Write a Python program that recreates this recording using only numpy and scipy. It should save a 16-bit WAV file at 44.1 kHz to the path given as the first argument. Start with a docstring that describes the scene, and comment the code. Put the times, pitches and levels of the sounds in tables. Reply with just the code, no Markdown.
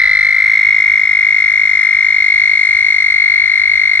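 """A toad's unbroken trill, about 51 pulses a second, close by at the edge of a pond at night.
Each pulse is a short larynx tone that starts abruptly, sags in pitch as it ends and rings the vocal sac.
Bank and reeds return short echoes, which shift as the hand-held camera settles in the first second.
Underneath: a low rumble, a faint hum and a few faint, brief ticks of bright hiss."""
import sys
import numpy as np
from scipy import signal
from scipy.fft import rfft, irfft, next_fast_len
from scipy.io import wavfile
from scipy.ndimage import uniform_filter1d, minimum_filter1d, map_coordinates

SR = 44100
rng = np.random.default_rng(int(sys.argv[2]) if len(sys.argv) > 2 else 0)


def master_out(mix):
    """Clip the mix to full scale and print it as 16-bit PCM to the path in sys.argv[1]."""
    frames = np.transpose(np.atleast_2d(mix))
    ceiling = np.clip(frames, -1, 1)
    pcm = np.round(ceiling * 32767).astype(np.int16)
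    wavfile.write(sys.argv[1], SR, pcm)


N = 176400

# night air spectrum: freq_hz, relative_db
AIR_SPECTRUM = [(20, -13), (45, -7), (70, -2.5), (120, -8.5), (200, -21.5), (380, -34), (1000, -16.5),
                (4000, -22.5), (7000, -37), (12000, -72.5)]
# air, stereo side against mid: freq_hz, gain_db
AIR_SIDE_GAIN = [(30, -11), (120, -15), (250, -6.5), (400, -2), (1000, -5.5), (8000, -6.5)]
# faint ticks of hiss: start_s, level_db
FAINT_TICKS = [(0.729, -57), (1, -61), (1.33, -60), (1.81, -59), (2.5, -57), (2.56, -59), (2.651, -60),
               (3.08, -61), (3.9, -60)]
# tick spectrum: freq_hz, relative_db
TICK_SPECTRUM = [(2000, -23), (5000, -3.5), (7500, 0.5), (11000, -10.5), (15000, -18)]
# bank and reed echoes: delay_s, unsettled_extra_s, left_gain, right_gain
NEAR_ECHOES = [(0.0026, .0002, 0, -0.033), (.0049, 0.000066, 0.17, -0.088), (.0078, 0.00038, 0.21, 0.037),
               (0.002555, 0.000025, 0, -0.0074)]
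# colour of the right microphone port: freq_hz, relative_db
RIGHT_PORT_COLOUR = [(700, 7.5), (1700, 5), (2100, 2.5), (2400, 4), (2900, 3.5), (4200, 6.5), (6000, -0.5),
                     (8400, -6.5), (15000, -8)]
# trill speed: time_s, pulses_per_s
PULSE_RATE = [(0.0, 52.21), (0.2, 51.44), (0.5, 52.69), (0.85, 52.09), (1.1, 51.23), (1.35, 52.07),
              (1.7, 51.18), (2.05, 50.68), (2.35, 51.53), (2.6, 51.24), (2.8, 51.44), (3.05, 50.63),
              (3.35, 50.63), (3.7, 50.08), (4.0, 50.77)]
# larynx pulse: time_s, pitch_hz, end_fall_hz, fundamental_end_change_db
PULSE_VOICE = [(0, 2077, 251, 2), (.25, 2110, 291.5, 1.5), (.7, 2144, 494, -12), (1.9, 2152, 527, -5.5),
               (2.4, 2158, 438, -6), (4, 2154, 427, -3.5)]
# larynx partials 1-7: relative_db
PARTIAL_LEVELS_DB = [-1, -21.5, -33, -37.5, -46, -59, -51.5]
# envelope of partials 1-7: envelope_index
PARTIAL_ENVELOPE = [0, 1, 2, 2, 3, 3, 3]
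# overtone boost: time_s, partial_2_db, partials_3_4_db, partials_5_7_db
OVERTONE_BOOST = [(0, 7.5, 2, 9), (.2, 6.5, 3.5, 8.5), (.45, -2.5, -1.5, 7.5), (.9, -9.5, 0.5, 4.5),
                  (1.4, -4, 2, 3), (1.95, -3.5, 3.5, 1), (2.35, 2, 4, 2.5), (2.9, 2.5, 7, 1.5),
                  (3.3, 4.5, 2, 0), (4, 4, 3, 2.5)]
# breath rasp spectrum: freq_hz, relative_db
RASP_SPECTRUM = [(300, -20), (1000, 0), (3500, -4), (5500, -6), (8000, -6), (15000, -10)]
# vocal sac and throat response: freq_hz, relative_db
SAC_RESPONSE = [(300, -22.5), (470, -22.5), (630, -7), (800, -19), (1100, -5.5), (1400, 0.5), (1580, -7),
                (1790, -0.5), (1910, -9), (2060, 0), (2250, 8), (2550, -17), (2780, -11.5), (2950, -22),
                (3450, -1.5), (4100, -8), (4220, -1.5), (4330, -7.5), (4600, -6), (4950, 8.5), (5400, 8),
                (6100, -13), (6310, -1), (6700, -26), (7750, -9), (8200, -11.5), (8400, 3), (8600, -17.5),
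                (9150, -28.5), (9750, 0), (10600, -9.5), (11400, -35), (13000, -13), (15000, -9),
                (15650, 1)]
# body thump modes: freq_hz, relative_db, t60_s
THUMP_MODES = [(159, -35, 0.022), (615, -40.5, 0.024), (642, -40.5, 0.032)]
# trill at the microphone: time_s, relative_db, left_minus_right_db, right_lag_ms
TRILL_AT_MIC = [(0, -12, 0, -0.042), (.3, -10, 1.5, -0.054), (.7, -10.5, 1.3, 0.036),
                (1.1, -10.5, 2, 0.056), (1.55, -11, 3, 0.065), (2.1, -11, 2.5, 0.07),
                (2.6, -11.5, 3, 0.069), (3.1, -12.5, 3, 0.092), (4, -13, 4, 0.085)]


def amp(db):
    """Decibels to gain."""
    return 10 ** (np.asarray(db) / 20)


def unit(x):
    """Scale to rms 1."""
    return x / np.sqrt(np.mean(x ** 2) + 1e-20)


def ramp(u):
    """Smooth step, 0 to 1."""
    return np.sin(np.pi / 2 * np.clip(u, 0, 1)) ** 2


def wobble(t, per_s):
    """Smooth random curve, rms near 1."""
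    return map_coordinates(rng.standard_normal(256), [np.abs(t) * per_s + 1], mode="mirror")


def curves(rows):
    """Per-sample curve for each column after time_s."""
    time_s, *columns = np.transpose(rows)
    return [np.interp(np.arange(N) / SR, time_s, column) for column in columns]


def gain_at(spectrum, hz):
    """Gain from (freq_hz, db) rows on a log frequency axis."""
    freq_hz, db = np.transpose(spectrum)
    return amp(np.interp(np.log(hz + 1), np.log(freq_hz + 1), db))


def filtered(x, response):
    """Apply a frequency response."""
    size = next_fast_len(N + SR // 2)
    return irfft(rfft(x, size) * response(np.fft.rfftfreq(size, 1 / SR)), size)[..., :N]


def noise(spectrum):
    """Coloured noise, rms 1."""
    return unit(filtered(rng.standard_normal(N), lambda hz: gain_at(spectrum, hz)))


def resonate(x, spectrum, size=4096):
    """Minimum-phase filter: peaks ring after their excitation."""
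    cepstrum = irfft(np.log(gain_at(spectrum, np.fft.rfftfreq(size, 1 / SR))))
    causal_fold = np.r_[1, np.full(size // 2 - 1, 2), np.zeros(size // 2)]
    impulse = irfft(np.exp(rfft(cepstrum * causal_fold)))
    return signal.fftconvolve(x, impulse)[:N]


def delayed(x, delay_s):
    """Time-varying delay."""
    return map_coordinates(x, [np.arange(N) - delay_s * SR], order=5)


def night_air(air_db=-41.5, handling_db=3.5, handling_s=.53, hum_hz=61.2, hum_db=-48):
    """Near-mono rumble, stronger until the camera settles, plus a faint hum."""
    t = np.arange(N) / SR
    air_gain = amp(air_db + handling_db * np.exp(-t / handling_s))
    hum = amp(hum_db) * unit(np.sin(2 * np.pi * hum_hz * t))
    mid = air_gain * noise(AIR_SPECTRUM) + hum
    side = air_gain * filtered(noise(AIR_SPECTRUM), lambda hz: gain_at(AIR_SIDE_GAIN, hz))
    return np.array([mid + side, mid - side])


def faint_ticks(attack_s=.002, t60_s=.06):
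    """Faint, brief ticks of bright hiss near 7 kHz."""
    t = np.arange(N) / SR
    envelope = sum(ramp((t - start_s) / attack_s) * amp(db - 60 * np.abs(t - start_s) / t60_s)
                   for start_s, db in FAINT_TICKS)
    return envelope * np.array([noise(TICK_SPECTRUM), noise(TICK_SPECTRUM)])


def bank_echoes(x, settle_s=.15, shake_s=.00002):
    """Stereo reflections off bank and reeds; the unsteady hand shifts their delays."""
    t = np.arange(N) / SR
    unsettled = np.exp(-t / settle_s)
    echoes = np.zeros((2, N))
    for delay_s, extra_s, *gains in NEAR_ECHOES:
        path_s = delay_s + extra_s * unsettled + shake_s * wobble(t, per_s=7)
        echoes += np.outer(gains, delayed(x, path_s))
    return echoes


def pond_tail(x, t60_s=.13, onset_s=.0045, gain_db=-13.5, blend_rad=.99):
    """Short diffuse echo; hand movement blends two stereo tails."""
    t = np.arange(SR // 4) / SR
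    tails = rng.standard_normal((4, len(t))) * amp(-60 * t / t60_s) * ramp(t / onset_s)
    tails /= np.linalg.norm(tails, axis=1, keepdims=True)
    wet = amp(gain_db) * signal.fftconvolve(x[None], tails, axes=1)[:, :N]
    angle_rad = blend_rad * wobble(np.arange(N) / SR, per_s=3.995)
    return np.cos(angle_rad) * wet[:2] + np.sin(angle_rad) * wet[2:]


def pulse_clock(first_s=.0149, jitter_s=.00004, wander_s=.00045):
    """Slightly uneven beat. Per sample: age, strength and detune of the current pulse."""
    scatter_db, effort_db, scatter_hz = .3, .4, 8
    t = np.arange(N) / SR
    cycles = np.cumsum(curves(PULSE_RATE)[0]) / SR
    cycles -= np.interp(first_s, t, cycles)
    starts_s = np.interp(np.arange(int(cycles[-1]) + 1), cycles, t)
    starts_s = np.r_[first_s - 1 / PULSE_RATE[0][1], starts_s]  # trill already under way
    timing, size, detune = rng.standard_normal((len(starts_s), 3)).T
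    starts_s = starts_s + jitter_s * timing + wander_s * wobble(starts_s, per_s=9.7)
    pulse = np.maximum(np.searchsorted(starts_s, t) - 1, 0)
    strength = amp(scatter_db * size[pulse] + effort_db * wobble(t, per_s=26))
    return np.abs(t - starts_s[pulse]), strength, scatter_hz * detune[pulse]


def larynx(age_s, detune_hz, pulse_s=.0108, attack_s=.00045, release_s=.0014):
    """Opens once a pulse: tone plus breath rasp. Overtones flare as the pitch falls."""
    waver_hz, droop_hz, fall_power = 5, 58, 6.88  # higher power: later fall
    flare_db, flare_power, fade_power, rasp_db = 5, 7, 3.1, -47
    pitch_hz, fall_hz, end_change_db = curves(PULSE_VOICE)
    pitch_hz = pitch_hz + waver_hz * wobble(np.arange(N) / SR, per_s=14) + detune_hz
    progress = np.minimum(age_s / pulse_s, 1)
    sag_integral = droop_hz * progress ** 2 / 2 + fall_hz * progress ** (fall_power + 1) / (fall_power + 1)
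    phase_rad = 2 * np.pi * pulse_s * (pitch_hz * progress - sag_integral)
    fade = amp(end_change_db * progress ** fade_power)
    flare = amp(flare_db) * progress ** flare_power
    envelopes = [fade, *(amp(db) + flare for db in curves(OVERTONE_BOOST))]
    tone = sum(amp(db) * envelopes[PARTIAL_ENVELOPE[k]] * np.sin((k + 1) * phase_rad)
               for k, db in enumerate(PARTIAL_LEVELS_DB))
    gate = ramp(age_s / attack_s) * ramp((pulse_s - age_s) / release_s)
    return gate * (tone + amp(rasp_db) * noise(RASP_SPECTRUM))


def toad():
    """Each larynx pulse rings the vocal sac and thumps the body."""
    age_s, strength, detune_hz = pulse_clock()
    voice = unit(resonate(strength * larynx(age_s, detune_hz), SAC_RESPONSE))
    thump = sum(amp(db - 60 * age_s / t60_s) * np.sin(2 * np.pi * hz * age_s)
                for hz, db, t60_s in THUMP_MODES)
    return voice + strength * thump


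def scene():
    """Trill and echoes drift left as the camera turns, over air and faint ticks."""
    trill_gain_db = 5
    relative_db, pan_db, lag_ms = curves(TRILL_AT_MIC)
    trill = toad()
    left, right = trill + bank_echoes(trill) + pond_tail(trill)
    right = filtered(right, lambda hz: gain_at(RIGHT_PORT_COLOUR, hz))
    ports = np.array([unit(left), delayed(unit(right), lag_ms / 1000)])
    port_db = trill_gain_db + relative_db + np.array([pan_db, -pan_db]) / 2
    return ports * amp(port_db) + night_air() + faint_ticks()


def record(dry):
    """Camera peak limiter, then band limit."""
    ceiling, hold_s, top_hz = .97, .02, 15900
    hold_samples = int(hold_s * SR)
    needed_gain = ceiling / np.maximum(np.abs(dry).max(axis=0), ceiling)
    gain = uniform_filter1d(minimum_filter1d(needed_gain, 2 * hold_samples), hold_samples)
    return filtered(dry * gain, lambda hz: hz < top_hz)


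dry = scene()
out = record(dry)
master_out(out)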